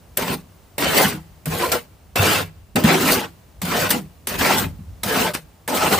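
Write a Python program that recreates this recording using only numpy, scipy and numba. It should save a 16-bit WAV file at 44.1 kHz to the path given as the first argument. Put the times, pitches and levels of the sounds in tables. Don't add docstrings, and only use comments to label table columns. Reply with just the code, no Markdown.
import sys
import numpy as np
from scipy import signal
from scipy.fft import rfft, irfft, next_fast_len
from scipy.io import wavfile
from scipy.ndimage import uniform_filter1d
from numba import njit

SR = 44100
rng = np.random.default_rng(int(sys.argv[2]) if len(sys.argv) > 2 else 0)


def wav_record(signal):
    frames = np.transpose(np.atleast_2d(signal))
    bounded = np.clip(frames, -1, 1)
    quanta = np.round(bounded * 32767).astype(np.int16)
    wavfile.write(sys.argv[1], SR, quanta)


N = 264159

# frequency in Hz, relative level in dB, t60 in seconds.
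TUB_LOW_MODES = [(66.6, -12, 0.2), (98.6, 0.5, 0.35), (130, -7, 0.13), (158.8, -2.5, 0.49),
                 (182.2, 1, 0.29), (214.4, 2.5, 0.058), (258.3, 4.5, 0.16)]
# frequency in Hz, relative spectral density in dB.
RASP_SPECTRUM = [(30, -30), (110, -5), (180, 1), (300, -2.5), (508, 1.5), (755, -1), (884, -2.5),
                 (2970, -5.5), (3570, -10), (7000, -17.5), (9100, -17), (15400, -120)]


def shovel():
    # frequency in Hz, relative level in dB, t60 in seconds.
    blade_modes = [(750, 3.5, 0.067), (857, 3.5, 0.094), (1038, 2.5, 0.035), (1157, -3, 0.053),
                   (1318, 1, 0.046), (1516, 0.5, 0.038), (1660, -3.5, 0.018), (1894, -4, 0.05),
                   (2072, -3, 0.066), (2372, -3, 0.075), (2644, 1.5, 0.036), (2990, 1.5, 0.033),
                   (3728, 5, 0.027), (4430, -0.5, .03)]
    tub_mid_modes = [(247, -6.5, 0.07), (275, 5, 0.051), (320.7, -2, 0.22), (356.6, -2.5, 0.072),
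                     (398.5, 0.5, 0.22), (460, 1.5, 0.1), (505.6, 2, 0.075), (542, -1, 0.048),
                     (610, 5.5, 0.094), (703, 3.5, 0.079)]
    # frequency in Hz, relative spectral density in dB.
    hiss_spectrum = [(2650, -9.5), (4500, -3), (5840, -8), (9310, -5.5), (10400, -8), (12300, -2.5),
                     (13400, -11), (14900, 3), (16000, -36)]
    (rasp_gain, hiss_gain, ring_gain, boom_gain), (boom_hz, ring_hz, blade_hz) = stroke_controls()
    judder = walk(45)

    def slips():
        return rasp_gain * undb(1.67 * judder + 1.29 * walk(150)) * grains(20000, 0.59)

    def scrape():
        sand = clumps(slips(), patchy_db=4, width_hz=350, hold_s=0.03)
        rasp = fft_filter(sand, lambda hz: undb(at_hz(RASP_SPECTRUM, hz) + 12))
        blade = steel(slips(), blade_modes, blade_hz, width_oct=0.81, patchy_db=4.5)
        return rasp + undb(-1.8) * blade

    def hiss():
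        gain = hiss_gain * undb(0.58 * judder + 1.9 * walk(90))
        grit = clumps(grains(16000, 1.1), patchy_db=3.5, width_hz=500, hold_s=0.047)
        return gain * colour(grit, hiss_spectrum)

    def tub_ring():
        drive = ring_gain * undb(4) * grains(5000, 1.6)
        return steel(drive, tub_mid_modes, ring_hz, width_oct=0.58, patchy_db=3.5, detune=0.029)

    def tub_boom():
        drive = boom_gain * undb(1.5) * grains(4000, 2.4)
        return steel(drive, TUB_LOW_MODES, boom_hz, width_oct=0.47, patchy_db=0.5)

    return (stereo(scrape) + stereo(hiss)) * pan(0.64) + stereo(tub_ring) + stereo(tub_boom)


def stroke_controls():
    # time in seconds, relative rasp level in dB, hiss offset in dB.
    pushes = [
        [(0.171, -31.5, 12), (0.183, -28.5, -2), (0.225, -27, -5.5), (0.257, -35.5, -1), (0.283, -25, -8),
         (0.341, -28.5, -2), (0.367, -46.5, 0), (0.42, -59, 3)],
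        [(0.781, -26, 2), (0.787, -22, -11), (0.809, -26, 3), (0.827, -22.5, -10), (1.027, -17.5, 0),
         (1.089, -27.5, 3.5), (1.133, -28, -7), (1.24, -73.5, 6)],
        [(1.457, -31, 0), (1.491, -40.5, 4.5), (1.523, -29, -3), (1.589, -32, 2), (1.601, -22.5, -7),
         (1.657, -25, -3.5), (1.695, -33.5, -1), (1.714, -36, -1)],
        [(1.717, -32, 14), (1.723, -17.5, 0), (1.755, -22.5, -6), (1.821, -52, 5), (1.86, -55, -6)],
        [(2.157, -24, -2), (2.271, -15, -8), (2.313, -20, -3.5), (2.325, -18, -8), (2.351, -19.5, -6),
         (2.423, -29.5, -5), (2.447, -44, -1), (2.5, -54, -8)],
        [(2.758, -22, 2), (2.766, -19, -13), (2.82, -31.5, -7), (2.834, -29, -6)],
        [(2.837, -22, -2.5), (2.851, -20, -7), (2.939, -16.5, -9), (2.973, -24.5, -2), (3.099, -17, -5.5),
         (3.121, -20, 5.5), (3.247, -33.5, -9.5), (3.35, -80, 3)],
        [(3.617, -29, 3), (3.645, -39, 4), (3.653, -30.5, -0.5), (3.741, -21, -12.5), (3.811, -22, -1),
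         (3.863, -21.5, -9), (3.887, -35, -2), (3.9, -27, 3)],
        [(3.903, -31, 8), (3.907, -20.5, 7), (3.955, -22.5, -7.5), (3.973, -31, -3), (3.987, -35, -3),
         (4.011, -48, 1), (4.07, -66, -3)],
        [(4.271, -33, 7.5), (4.357, -25, -10.5), (4.373, -32, -6), (4.391, -23, -1.5), (4.565, -19, -6.5),
         (4.585, -24, 7), (4.639, -27.5, -6.5), (4.72, -60, 2)],
        [(5.033, -31, 8), (5.037, -27.5, 4.5), (5.051, -31, 0), (5.129, -22.5, -5), (5.227, -21, -7.5),
         (5.237, -23.5, -2.5), (5.283, -23.5, -8.5), (5.33, -46.5, 1)],
        [(5.335, -39, 5), (5.349, -26.5, 1), (5.397, -50, 4), (5.44, -64, 4)],
        [(5.678, -30.5, -2), (5.73, -25.5, -11), (5.752, -24, -1), (5.882, -20, -10.5), (5.898, -26.5, -3),
         (5.942, -18.5, 1), (5.966, -29.5, 4), (5.99, -21, -8)],
    ]
    # drive offsets from the rasp in dB (ring, boom at start,
    # boom at end), favoured pitches in Hz (boom, ring, blade).
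    responses = [(-4, -4.5, 6, 153, 420, 1320), (-4, -15, 10.5, 149, 360, 1800),
                 (-3.5, 5.5, -18, 210, 490, 1140), (-6, -10.5, -4, 200, 510, 1760),
                 (-8.5, -15, 0, 130, 425, 1900), (6, 4, -4, 145, 345, 1100),
                 (-4, -1.5, -4.5, 184, 305, 1500), (-7, -5, -6, 163, 480, 1620),
                 (-5, -4, 10.5, 195, 310, 1220), (-6, -1.5, 1.5, 170, 350, 1560),
                 (-6.5, 3, -7.5, 154, 430, 1350), (-15, -10, -9, 130, 490, 1900),
                 (-4.5, -3, -18, 193, 460, 940)]
    sink_oct_per_s = 0.9
    roam_db, roam_oct = 2, 0.15
    t = np.arange(N) / SR
    gains, pitches_hz = np.zeros((4, N)), np.ones((3, N))
    for push, (ring_db, boom_start_db, boom_end_db, *favour_hz) in zip(pushes, responses):
        times_s, rasp_db, hiss_db = np.transpose(push)
        on = (t >= times_s[0]) & (t <= times_s[-1])
        db = np.interp(t[on], times_s, rasp_db)
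        boom_db = np.linspace(boom_start_db, boom_end_db, on.sum())
        gains[:, on] = undb([db, db + np.interp(t[on], times_s, hiss_db), db + ring_db, db + boom_db])
        pitches_hz[:, t >= times_s[0]] = np.array(favour_hz)[:, None]
        pitches_hz[2, on] *= 2 ** (-sink_oct_per_s * (t[on] - times_s[0]))
    gains[2:] *= undb(roam_db * np.array([walk(14), walk(14)]))
    pitches_hz *= 2 ** (roam_oct * np.array([walk(14) for _ in range(3)]))
    return uniform_filter1d(gains, size=130, axis=1), pitches_hz


def bites():
    # start in seconds, relative crunch and thud levels in dB, t60 in seconds,
    # crunch left minus right in dB.
    edge_hits = [(0.172, -9.5, -38, 0.047, 2), (0.7814, -18.5, -17.5, 0.063, 5),
                 (0.824, -30, -6, 0.034, 0.5), (0.843, -27, -8.5, 0.05, 0.5), (1.457, -23, -18, 0.053, 0),
                 (1.717, -29, -12, 0.021, 2), (2.158, -20.5, -13, 0.054, 0), (2.757, -16, -39, 0.052, 0),
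                 (2.8374, -26, -30, 0.054, 5), (3.6173, -22, -16.5, 0.043, -2),
                 (3.6531, -27, -24, 0.046, 1), (3.907, -30, -21.5, 0.053, -6),
                 (4.2713, -15.5, -14, 0.037, 1.0), (5.034, -17, -17, 0.043, -3),
                 (5.0924, -26, -27, 0.038, 0.5), (5.3498, -31, -7, 0.028, -5), (5.677, -22, -24, 0.11, 1),
                 (5.9247, -24, -8, 0.1, -2.5)]
    # frequency in Hz, relative spectral density in dB.
    crunch_spectrum = [(1180, -41), (2000, 1), (6300, -16), (8280, 6), (9540, -18), (10800, 6),
                       (14800, -3.5), (16500, -15)]
    attack_s, tick_s = 0.00076, 0.0022
    crunch_gain, thud_gain = np.zeros((2, N)), np.zeros(N)
    for start_s, crunch_db, thud_db, t60_s, pan_db in edge_hits:
        start = int(start_s * SR)
        t = np.arange(min(int(0.12 * SR), N - start)) / SR
        envelope = np.minimum(t / attack_s, 1) * undb(-60 * t / t60_s)
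        tick = 1 + 1.1 * np.exp(-t / tick_s)
        span = slice(start, start + len(t))
        crunch_gain[:, span] += undb(crunch_db - 4) * pan(pan_db) * envelope * tick
        thud_gain[span] += undb(thud_db - 8) * envelope
    crunch = crunch_gain * stereo(lambda: colour(grains(12000, 3.1), crunch_spectrum))
    thud = stereo(lambda: thud_gain * colour(grains(9000, 1.7), RASP_SPECTRUM))
    return crunch + thud


def thumps():
    # start in seconds, relative level in dB, favoured pitch in Hz.
    blows = [(0.2, -21, 72.7), (0.3, -18, 185), (1.049, -10.5, 232), (1.461, -17, 149), (2.185, -4.5, 110),
             (2.564, -21, 61.5), (2.752, -6, 181), (2.842, -5, 177), (3.622, -19, 172), (3.94, -13.5, 184),
             (4.638, -11.5, 135), (4.692, -12, 74), (4.759, -18, 88), (4.79, -24, 171), (4.817, -35, 107),
             (5.047, -18.5, 168), (5.2, -11, 178)]
    force, favour_hz = np.zeros(N), np.full(N, 150.)
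    for start_s, db, hz in blows:
        start = int(start_s * SR)
        pulse = np.hanning(int(SR / hz / 2) + 2)
        force[start:start + len(pulse)] += undb(db + 28.5) * pulse / pulse.sum()
        favour_hz[start:] = hz
    return steel(force, TUB_LOW_MODES, favour_hz, width_oct=0.34, patchy_db=5.5)


def grains(per_s, spread_db, cap_db=8):
    hits = (rng.random(N) < per_s / SR) * rng.standard_normal(N)
    size_db = np.minimum(spread_db * rng.exponential(1, N), cap_db)
    return unit_rms(hits * undb(size_db))


def clumps(x, patchy_db, width_hz, hold_s):
    frame, hop = 256, 128
    _, _, spectra = signal.stft(x, SR, nperseg=frame)
    patches = rng.standard_normal(spectra.shape)
    patches = uniform_filter1d(patches, size=max(int(width_hz * frame / SR), 1), axis=0)
    patches = uniform_filter1d(patches, size=max(int(hold_s * SR / hop), 1), axis=1)
    gain = unit_rms(undb(patchy_db * unit_rms(patches)))
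    return signal.istft(spectra * gain, SR, nperseg=frame)[1][:N]


def steel(x, modes, favour_hz, width_oct, patchy_db, detune=0.025):
    total, power = 0, 0
    for k, (hz, db, t60_s) in enumerate(modes):
        radius = np.exp(-np.log(1000) / (t60_s * SR))
        nearness = np.exp(-0.5 * (np.log2(hz / favour_hz) / width_oct) ** 2)
        drive = x * nearness * undb(db + patchy_db * walk(24)) + 1e-18
        ringing = mode(drive, hz * (1 + detune * walk(12)), radius)
        total = total + (-1) ** k * np.sqrt(4 * (1 - radius)) * ringing
        power += undb(db) ** 2
    low_cut = signal.butter(4, 0.7 * modes[0][0], "high", fs=SR, output="sos")
    return signal.sosfilt(low_cut, total) / np.sqrt(power)


@njit
def mode(x, hz, radius):
    y, state, pole = np.empty(len(x)), 0j, 0j
    for i in range(len(x)):
        if i % 64 == 0:
            pole = radius * np.exp(2j * np.pi * hz[i] / SR)
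        state = state * pole + x[i]
        y[i] = state.imag
    return y


def yard(x, t60_s=1.0, wet_db=-33):
    t = np.arange(int(0.6 * SR)) / SR
    tail = rng.standard_normal((2, len(t))) * undb(-60 * t / t60_s) * (t > 0.008)
    tail /= np.sqrt(np.sum(tail ** 2, axis=1, keepdims=True))
    return x + undb(wet_db) * signal.fftconvolve(x, tail, axes=1)[:, :N]


def low_rumble():
    # time in seconds, level in dB.
    rumble_levels = [(0.0, -52), (0.18, -43), (0.78, -54.5), (0.85, -43), (1.43, -48), (1.48, -34.5),
                     (2.05, -57), (2.24, -39), (2.29, -49), (2.7, -48), (2.77, -44), (3.32, -49),
                     (4.24, -47.5), (4.39, -27), (4.52, -52), (4.62, -31), (5.6, -49.5), (5.99, -36.5)]
    db = np.interp(np.arange(N) / SR, *np.transpose(rumble_levels)) + 2 * walk(8.3)
    rumble = stereo_noise([(18, -32), (30, -7), (45, 8), (65, 8), (95, 10.5), (160, -37), (400, -88)])
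    flutter = stereo_noise([(40, -62), (80, -32), (130, -6), (260, -17.5), (450, -36), (1200, -90)])
    return undb(db + 0.83 * walk(26.3)) * rumble + undb(db - 10 + 3.4 * walk(28)) * flutter


def town(base_db=-54.5):
    # frequency in Hz, relative spectral density in dB.
    spectrum = [(15, -56), (25, -14), (70, -4), (285, -16), (560, -17.5), (607, -16.5), (1070, -22),
                (1520, -26.5), (2480, -29.5), (2910, -28.5), (3250, -31), (14000, -35.5), (16000, -21.5)]
    # time in seconds, level over base in dB.
    swell = [(0, 7), (.77, 7), (1.5, 6.5), (2.75, 3), (3.4, 6), (4.4, 5.5), (5.03, 7.5), (5.99, 4)]
    swell_db = np.interp(np.arange(N) / SR, *np.transpose(swell))
    return undb(base_db + swell_db) * stereo_noise(spectrum)


def stereo(make):
    # frequency in Hz, share from 0 to 1.
    coherence = [(60, 0.81), (200, 0.96), (600, 0.49), (1500, 0.6), (4000, 0.6), (8000, 0.49),
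                 (15000, 0.25)]
    mid = fft_filter(make(), lambda hz: np.sqrt((1 + at_hz(coherence, hz)) / 2))
    side = fft_filter(make(), lambda hz: np.sqrt((1 - at_hz(coherence, hz)) / 2))
    return np.array([mid + side, mid - side])


def stereo_noise(spectrum):
    return stereo(lambda: colour(rng.standard_normal(N), spectrum))


def colour(x, spectrum):
    return unit_rms(fft_filter(x, lambda hz: undb(at_hz(spectrum, hz))))


def fft_filter(x, gain_at):
    size = next_fast_len(N)
    hz = np.maximum(np.arange(size // 2 + 1) * SR / size, 1.)
    return irfft(rfft(x, size) * gain_at(hz), size)[..., :N]


def at_hz(points, hz):
    points_hz, values = np.transpose(points)
    return np.interp(np.log(hz), np.log(points_hz), values)


def walk(rate_hz):
    hold = int(SR / rate_hz)
    steps = np.repeat(rng.standard_normal(N // hold + 1), hold)
    return 1.31 * uniform_filter1d(uniform_filter1d(steps, hold), hold)[:N]


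def pan(left_minus_right_db):
    return undb(np.array([[0.5], [-0.5]]) * left_minus_right_db)


def undb(db):
    return 10 ** (np.asarray(db) / 20)


def unit_rms(x):
    return x / np.sqrt(np.mean(x ** 2))


def scene():
    return yard(shovel() + bites() + thumps()) + low_rumble() + town()


def record(dry):
    bass_cut = signal.butter(2, 42, "high", fs=SR, output="sos")
    mic_band = signal.ellip(8, 0.3, 28, 15480, fs=SR, output="sos")
    top_cut = signal.ellip(10, 0.2, 70, 16645, fs=SR, output="sos")
    rounded = np.tanh(signal.sosfilt(bass_cut, dry))
    return signal.sosfilt(top_cut, signal.sosfilt(mic_band, rounded))


dry = scene()
out = record(dry)
wav_record(out)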